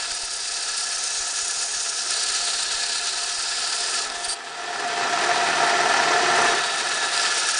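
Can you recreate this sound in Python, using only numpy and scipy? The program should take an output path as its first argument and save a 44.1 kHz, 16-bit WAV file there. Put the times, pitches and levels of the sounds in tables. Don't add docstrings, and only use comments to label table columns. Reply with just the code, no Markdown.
import sys
import numpy as np
from scipy import signal
from scipy.fft import rfft, irfft
from scipy.io import wavfile

SR = 44100
rng = np.random.default_rng(int(sys.argv[2]) if len(sys.argv) > 2 else 0)


def digitize_waveform(pressure):
    field = np.atleast_2d(pressure).T
    bounded = np.clip(field, -1, 1)
    quanta = np.round(bounded * 32767).astype(np.int16)
    wavfile.write(sys.argv[1], SR, quanta)


N = 334719
TIME = np.arange(N) / SR
TOUCH_S, LEAVE_S = 0.018, 0.021

# t/s, grit level/dB, fizz level/dB, ring of the slot f/Hz
FIRST_CUT = [(0, -29.5, -31, 4730), (0.22, -38.5, -31, 4740), (0.7, -32.5, -29, 4760),
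             (1.25, -34, -27.5, 7000), (1.92, -35, -28, 6400), (2.18, -29.5, -27, 4400),
             (3.08, -30, -30, 4060), (3.38, -33.5, -30, 4900), (3.55, -28.5, -30.5, 5220),
             (4.0, -30, -28, 4930), (4.09, -43, -37.5, 3630), (4.33, -41, -34.5, 3200)]
SECOND_CUT = [(6.47, -39, -35.5, 3060), (6.8, -37.5, -31.5, 3930), (7.12, -35.5, -31.5, 3660),
              (7.2, -27.5, -30, 5600), (7.59, -32.5, -26, 5700)]


def hand_feed(chatter_db=(-20, -12.5), chatter_growth=0.51):
    strengths = np.zeros((3, N))
    for cut, base_db in zip((FIRST_CUT, SECOND_CUT), chatter_db):
        grit_db, fizz_db, _ = curve(cut)
        strengths += contact(cut) * gain_of([grit_db, fizz_db, base_db + chatter_growth * grit_db])
    slot_hz = curve(FIRST_CUT + SECOND_CUT)[2]
    return (*strengths, slot_hz)


# f/Hz, relative level/dB
GRIT_COLOUR = [(300.0, -25.5), (1500.0, -24), (3200.0, -5), (3900.0, -4), (4600.0, 2.5), (5700.0, -10),
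               (6300.0, -39.5), (7200.0, -1.5), (10000.0, -19.5)]
FIZZ_COLOUR = [(1000.0, -63), (5500.0, -2.5), (6700.0, -6), (7500.0, -8), (8100.0, -6.5), (8800.0, -5),
               (9400.0, -4.5), (10000.0, -13.5)]
# f/Hz, width/Hz, boost/dB
BLADE_RINGS = [(244.7, 19, 9.5), (467, 47, 8.5), (1274, 62, 12), (1383, 140, 6), (1715, 120, 3),
               (2596, 260, 7.5), (2950, 90, 2.5), (3680, 73, 5.5), (3850, 70, 2), (3973, 110, 6.5),
               (4390, 70, 6), (4500, 80, 0), (4960, 180, 4.5), (5860, 96, 7), (6780, 190, 6.5)]


def grinding(turns, drone_db, coarse, fine, slot_hz, flicker_db=3.0):
    coarse = np.hypot(coarse, gain_of(0.69 * drone_db - 17.5))
    fine = np.hypot(fine, gain_of(0.72 * drone_db - 19.5))
    ripple_db = 0.62 * np.cos(2 * np.pi * turns) + np.cos(8 * np.pi * turns)
    pressure = gain_of(ripple_db + 0.95 * wander(31))
    grit = body(rng.standard_normal(N) * pressure, GRIT_COLOUR, BLADE_RINGS)
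    fizz = body(rng.standard_normal(N) * pressure, FIZZ_COLOUR, BLADE_RINGS)
    treble = signal.sosfiltfilt(signal.butter(4, 7500, "high", fs=SR, output="sos"), fizz)
    fizz = fizz - treble + treble * gain_of(flicker_db * wander(98))
    return coarse * grit + fine * fizz + np.sqrt(coarse * fine) * slot_ring(pressure, slot_hz)


def slot_ring(pressure, hz, width_hz=900):
    spin = np.exp(2j * np.pi * np.cumsum(hz) / SR)
    decay = np.exp(-np.pi * width_hz / SR)
    scratches = impacts(20000, 1.0) * pressure
    ring = spin * signal.lfilter([1], np.poly([decay, decay]), scratches / spin)
    return gain_of(-6) * normalise(ring.real)


# f/Hz, relative level/dB
CHATTER_COLOUR = [(100.0, -61.5), (400.0, -10), (900.0, -2.5), (1120.0, -12.5), (1300.0, -2), (1600.0, 1),
                  (2100.0, -4), (2700.0, -5), (3300.0, -2), (4500.0, -9), (9000.0, -32)]


def chatter(turns, drone_db, load, whine_hz=1715, hz_per_db=2.5, build_db=3.5):
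    sway = gain_of(0.85 * np.cos(2 * np.pi * turns) + 1.8 * np.cos(4 * np.pi * turns))
    free_running = gain_of(0.78 * drone_db - 11.5)
    slaps = body(normalise(impacts(9000, 0.69) * sway), CHATTER_COLOUR, BLADE_RINGS)
    pitch_hz = whine_hz + hz_per_db * (drone_db - drone_db.mean())
    whine = normalise(sway * tone(pitch_hz, .015, 60, .6, 40))
    depth = contact(FIRST_CUT) * (TIME / FIRST_CUT[-1][0] - .5)
    whine_gain = by_cut(-7, -5, -7) * gain_of(build_db * depth)
    return np.hypot(load, free_running) * (slaps + whine_gain * whine)


# start t/s, length/s, level/dB
SQUEALS = [(4.24, 0.022, -21.5), (4.281, 0.067, -23)]
# f/Hz, relative level/dB
SQUEAL_COLOUR = [(500, -34), (4000, -6), (7900, -11), (8400, 2), (9800, -4.5)]
# f/Hz, width/Hz, boost/dB
SQUEAL_RINGS = [(4640, 330, 18), (8440, 200, 3), (9240, 300, 3)]


def squeal(rise_s=0.0058, fall_s=0.014):
    drag = sum(gain_of(db) * held(s, s + length, rise_s, fall_s) for s, length, db in SQUEALS)
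    scrape = rng.standard_normal(N) * drag * gain_of(.5 * wander(120))
    return body(scrape, SQUEAL_COLOUR, SQUEAL_RINGS)


# f/Hz, width/Hz, boost/dB
GRAZE_RINGS = [(3830, 190, 26), (4470, 260, 15)]


def graze(start_s=6.44, length_s=.78, fade_s=.2, level_db=-36.5, uneven_db=2.5):
    touch = held(start_s, start_s + length_s, TOUCH_S, fade_s)
    touch *= gain_of(level_db + uneven_db * wander(19))
    return body(rng.standard_normal(N) * touch, GRIT_COLOUR, GRAZE_RINGS)


# t/s, relative level/dB
CHIPS = [(3.863, -10), (4.1, -11), (6.481, -12), (6.639, -9), (7.052, -14), (7.176, -5)]


def chips(decay_s=.0015):
    fade = np.exp(-TIME[:SR // 50] / decay_s)
    cracks = signal.oaconvolve(strikes(CHIPS), fade)[:N] * rng.standard_normal(N)
    return gain_of(-9) * body(cracks, GRIT_COLOUR, BLADE_RINGS)


# t/s, level/dB
DRONE = [(0, -41.5), (0.3, -45), (0.6, -43), (2.0, -42), (2.5, -39.5), (3.55, -41), (4.07, -34.5),
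         (4.38, -39), (5.05, -25), (5.5, -22.5), (6.25, -21), (6.43, -19.5), (6.7, -29.5), (7.25, -31.5),
         (7.59, -38.5)]
# f/Hz, relative level/dB, pitch drift as a share of f
MOTOR_TONES = [(119, -36, .002), (149.4, -32, .002), (219.8, -32, 0.0036), (360, -29, 0.008),
               (418.5, -28.5, 0.0036), (454, -27, 0.0028), (647, -18, 0.004), (797, -13.5, .003)]
# f/Hz, relative level/dB
FRAME_COLOUR = [(40.0, -35), (90.0, -29.5), (140.0, -21), (250.0, -16), (380.0, -1), (540.0, -10.5),
                (720.0, -1), (1100.0, -7.5), (1500.0, -6), (1950.0, -5), (2150.0, -9), (3200.0, -24),
                (6000.0, -12), (10000.0, -48)]
# f/Hz, width/Hz, boost/dB
FRAME_RINGS = [(245, 20, 6), (445, 45, 3), (694, 42, 6.5), (793, 26, 6), (900, 24, 5), (958, 36, 7),
               (1024, 25, 7), (1175, 25, 8), (1270, 40, 8), (1345, 50, 9), (1425, 30, 5), (1735, 50, 7),
               (1782, 30, 7), (1916, 40, 7), (2500, 160, 7)]


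def motor(drive_hz=698, uneven_db=1.55, boom_growth=1.86):
    drone_db, = curve(DRONE)
    knocks = impacts(8000, 0.94) * gain_of(uneven_db * wander(45))
    rattle = body(knocks, FRAME_COLOUR, FRAME_RINGS)
    bass_filter = signal.butter(2, [130, 280], "band", fs=SR, output="sos")
    boom = normalise(signal.sosfilt(bass_filter, impacts(3000, 0.97)))
    hum = sum(gain_of(db) * tone(hz, drift, 19.4, 0.39, 20) for hz, db, drift in MOTOR_TONES)
    drive = by_cut(-8, -13.5, -7) * tone(drive_hz, 0.009, 20.3, 0.42, 18)
    drone = gain_of(drone_db) * (gain_of(-1) * (rattle + hum) + drive)
    return drone + gain_of(boom_growth * drone_db - 9) * boom


# t/s, relative level/dB
BUMPS = [(0.119, -41), (0.234, -39), (1.204, -42), (1.429, -44), (1.77, -46), (2.424, -48), (2.749, -45),
         (3.384, -44), (4.109, -52), (4.279, -40), (5.919, -49), (6.209, -49), (6.489, -41)]


def table_bumps(rise_s=0.0044, per_s=110):
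    age = TIME[:SR // 10] / rise_s
    push = -age * np.exp(1 - age)
    tremble = normalise(signal.oaconvolve(impacts(per_s, 0.9), push)[:N])
    thuds = gain_of(1) * signal.oaconvolve(strikes(BUMPS), push)[:N]
    motion = thuds + by_cut(-57, -65, -72) * tremble
    return signal.sosfilt(signal.butter(1, 15, "high", fs=SR, output="sos"), motion)


# f/Hz, t/s
ECHO_FADE = [(200, 0.3), (2000, 0.2), (10000, 0.11)]


def room(x, size=16384):
    echoes = rng.standard_normal(size) * (rng.random(size) < 2500 / SR) * (TIME[:size] > .004)
    hz, t, spectrum = signal.stft(echoes, SR, nperseg=256)
    fade = gain_of(-60 * t / value_at(ECHO_FADE, hz)[:, None])
    tail = signal.istft(spectrum * fade, SR, nperseg=256)[1]
    return signal.oaconvolve(x, tail / np.linalg.norm(tail))[:N]


def body(x, colour, rings, size=16384):
    hz = np.fft.rfftfreq(size, 1 / SR)
    peaks_db = sum(boost / (1 + (2 * (hz - f) / width) ** 2) for f, width, boost in rings)
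    db = value_at(colour, hz) + peaks_db
    log_gain = np.log(gain_of(np.r_[db, db[-2:0:-1]]))
    spectrum = np.exp(np.conj(signal.hilbert(log_gain)))
    ring = np.fft.ifft(spectrum).real[:size // 2]
    return signal.oaconvolve(x, ring / np.linalg.norm(ring))[:N]


def impacts(per_s, spread_db):
    size = rng.standard_normal(N) * gain_of(spread_db * np.minimum(rng.exponential(1, N), 4))
    return normalise(size * (rng.random(N) < per_s / SR))


def strikes(rows):
    clicks = np.zeros(N)
    for s, db in rows:
        clicks[round(s * SR)] += gain_of(db)
    return clicks


def tone(hz, drift, drift_rate_hz, shake, shake_rate_hz):
    cycles = np.cumsum(hz * (1 + drift * wander(drift_rate_hz))) / SR
    return np.sqrt(2) * np.sin(2 * np.pi * cycles) * (1 + shake * wander(shake_rate_hz))


def wander(rate_hz):
    hz = np.fft.rfftfreq(8192, 1 / 1000)
    slow = irfft(rfft(rng.standard_normal(8192)) / np.sqrt(1 + (hz / rate_hz) ** 6))
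    return normalise(np.interp(TIME * 1000, np.arange(len(slow)), slow))


def held(start, end, rise_s, fall_s):
    return np.clip(np.minimum((TIME - start) / rise_s, (end - TIME) / fall_s), 0, 1)


def contact(cut):
    return held(cut[0][0] - TOUCH_S, cut[-1][0] + LEAVE_S, TOUCH_S, LEAVE_S)


def by_cut(first_db, second_db, free_db):
    first = (first_db - free_db) * contact(FIRST_CUT)
    second = (second_db - free_db) * contact(SECOND_CUT)
    return gain_of(free_db + first + second)


def curve(rows):
    times, *columns = np.transpose(rows)
    return [np.interp(TIME, times, column) for column in columns]


def value_at(points, hz):
    f, value = np.transpose(points)
    return np.interp(np.log(hz + 1), np.log(f + 1), value)


def gain_of(db):
    return 10 ** (np.asarray(db) / 20)


def normalise(x):
    return x / np.sqrt(np.mean(x ** 2) + 1e-20)


def scene(wheel_hz=8.8, room_db=-13):
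    turns = np.cumsum(wheel_hz * (1 + 0.0407 * wander(0.4))) / SR
    drone_db, = curve(DRONE)
    coarse, fine, load, slot_hz = hand_feed()
    saw = motor() + chatter(turns, drone_db, load) + grinding(turns, drone_db, coarse, fine, slot_hz)
    saw = saw + squeal() + graze() + chips()
    mono = saw + gain_of(room_db) * room(saw) + table_bumps()
    return np.array([mono, mono])


def record(dry, edge_hz=10130):
    lowpass = signal.firwin(1023, edge_hz, window=("kaiser", 9), fs=SR)
    return signal.oaconvolve(dry, lowpass[None], "same")


dry = scene()
out = record(dry)
digitize_waveform(out)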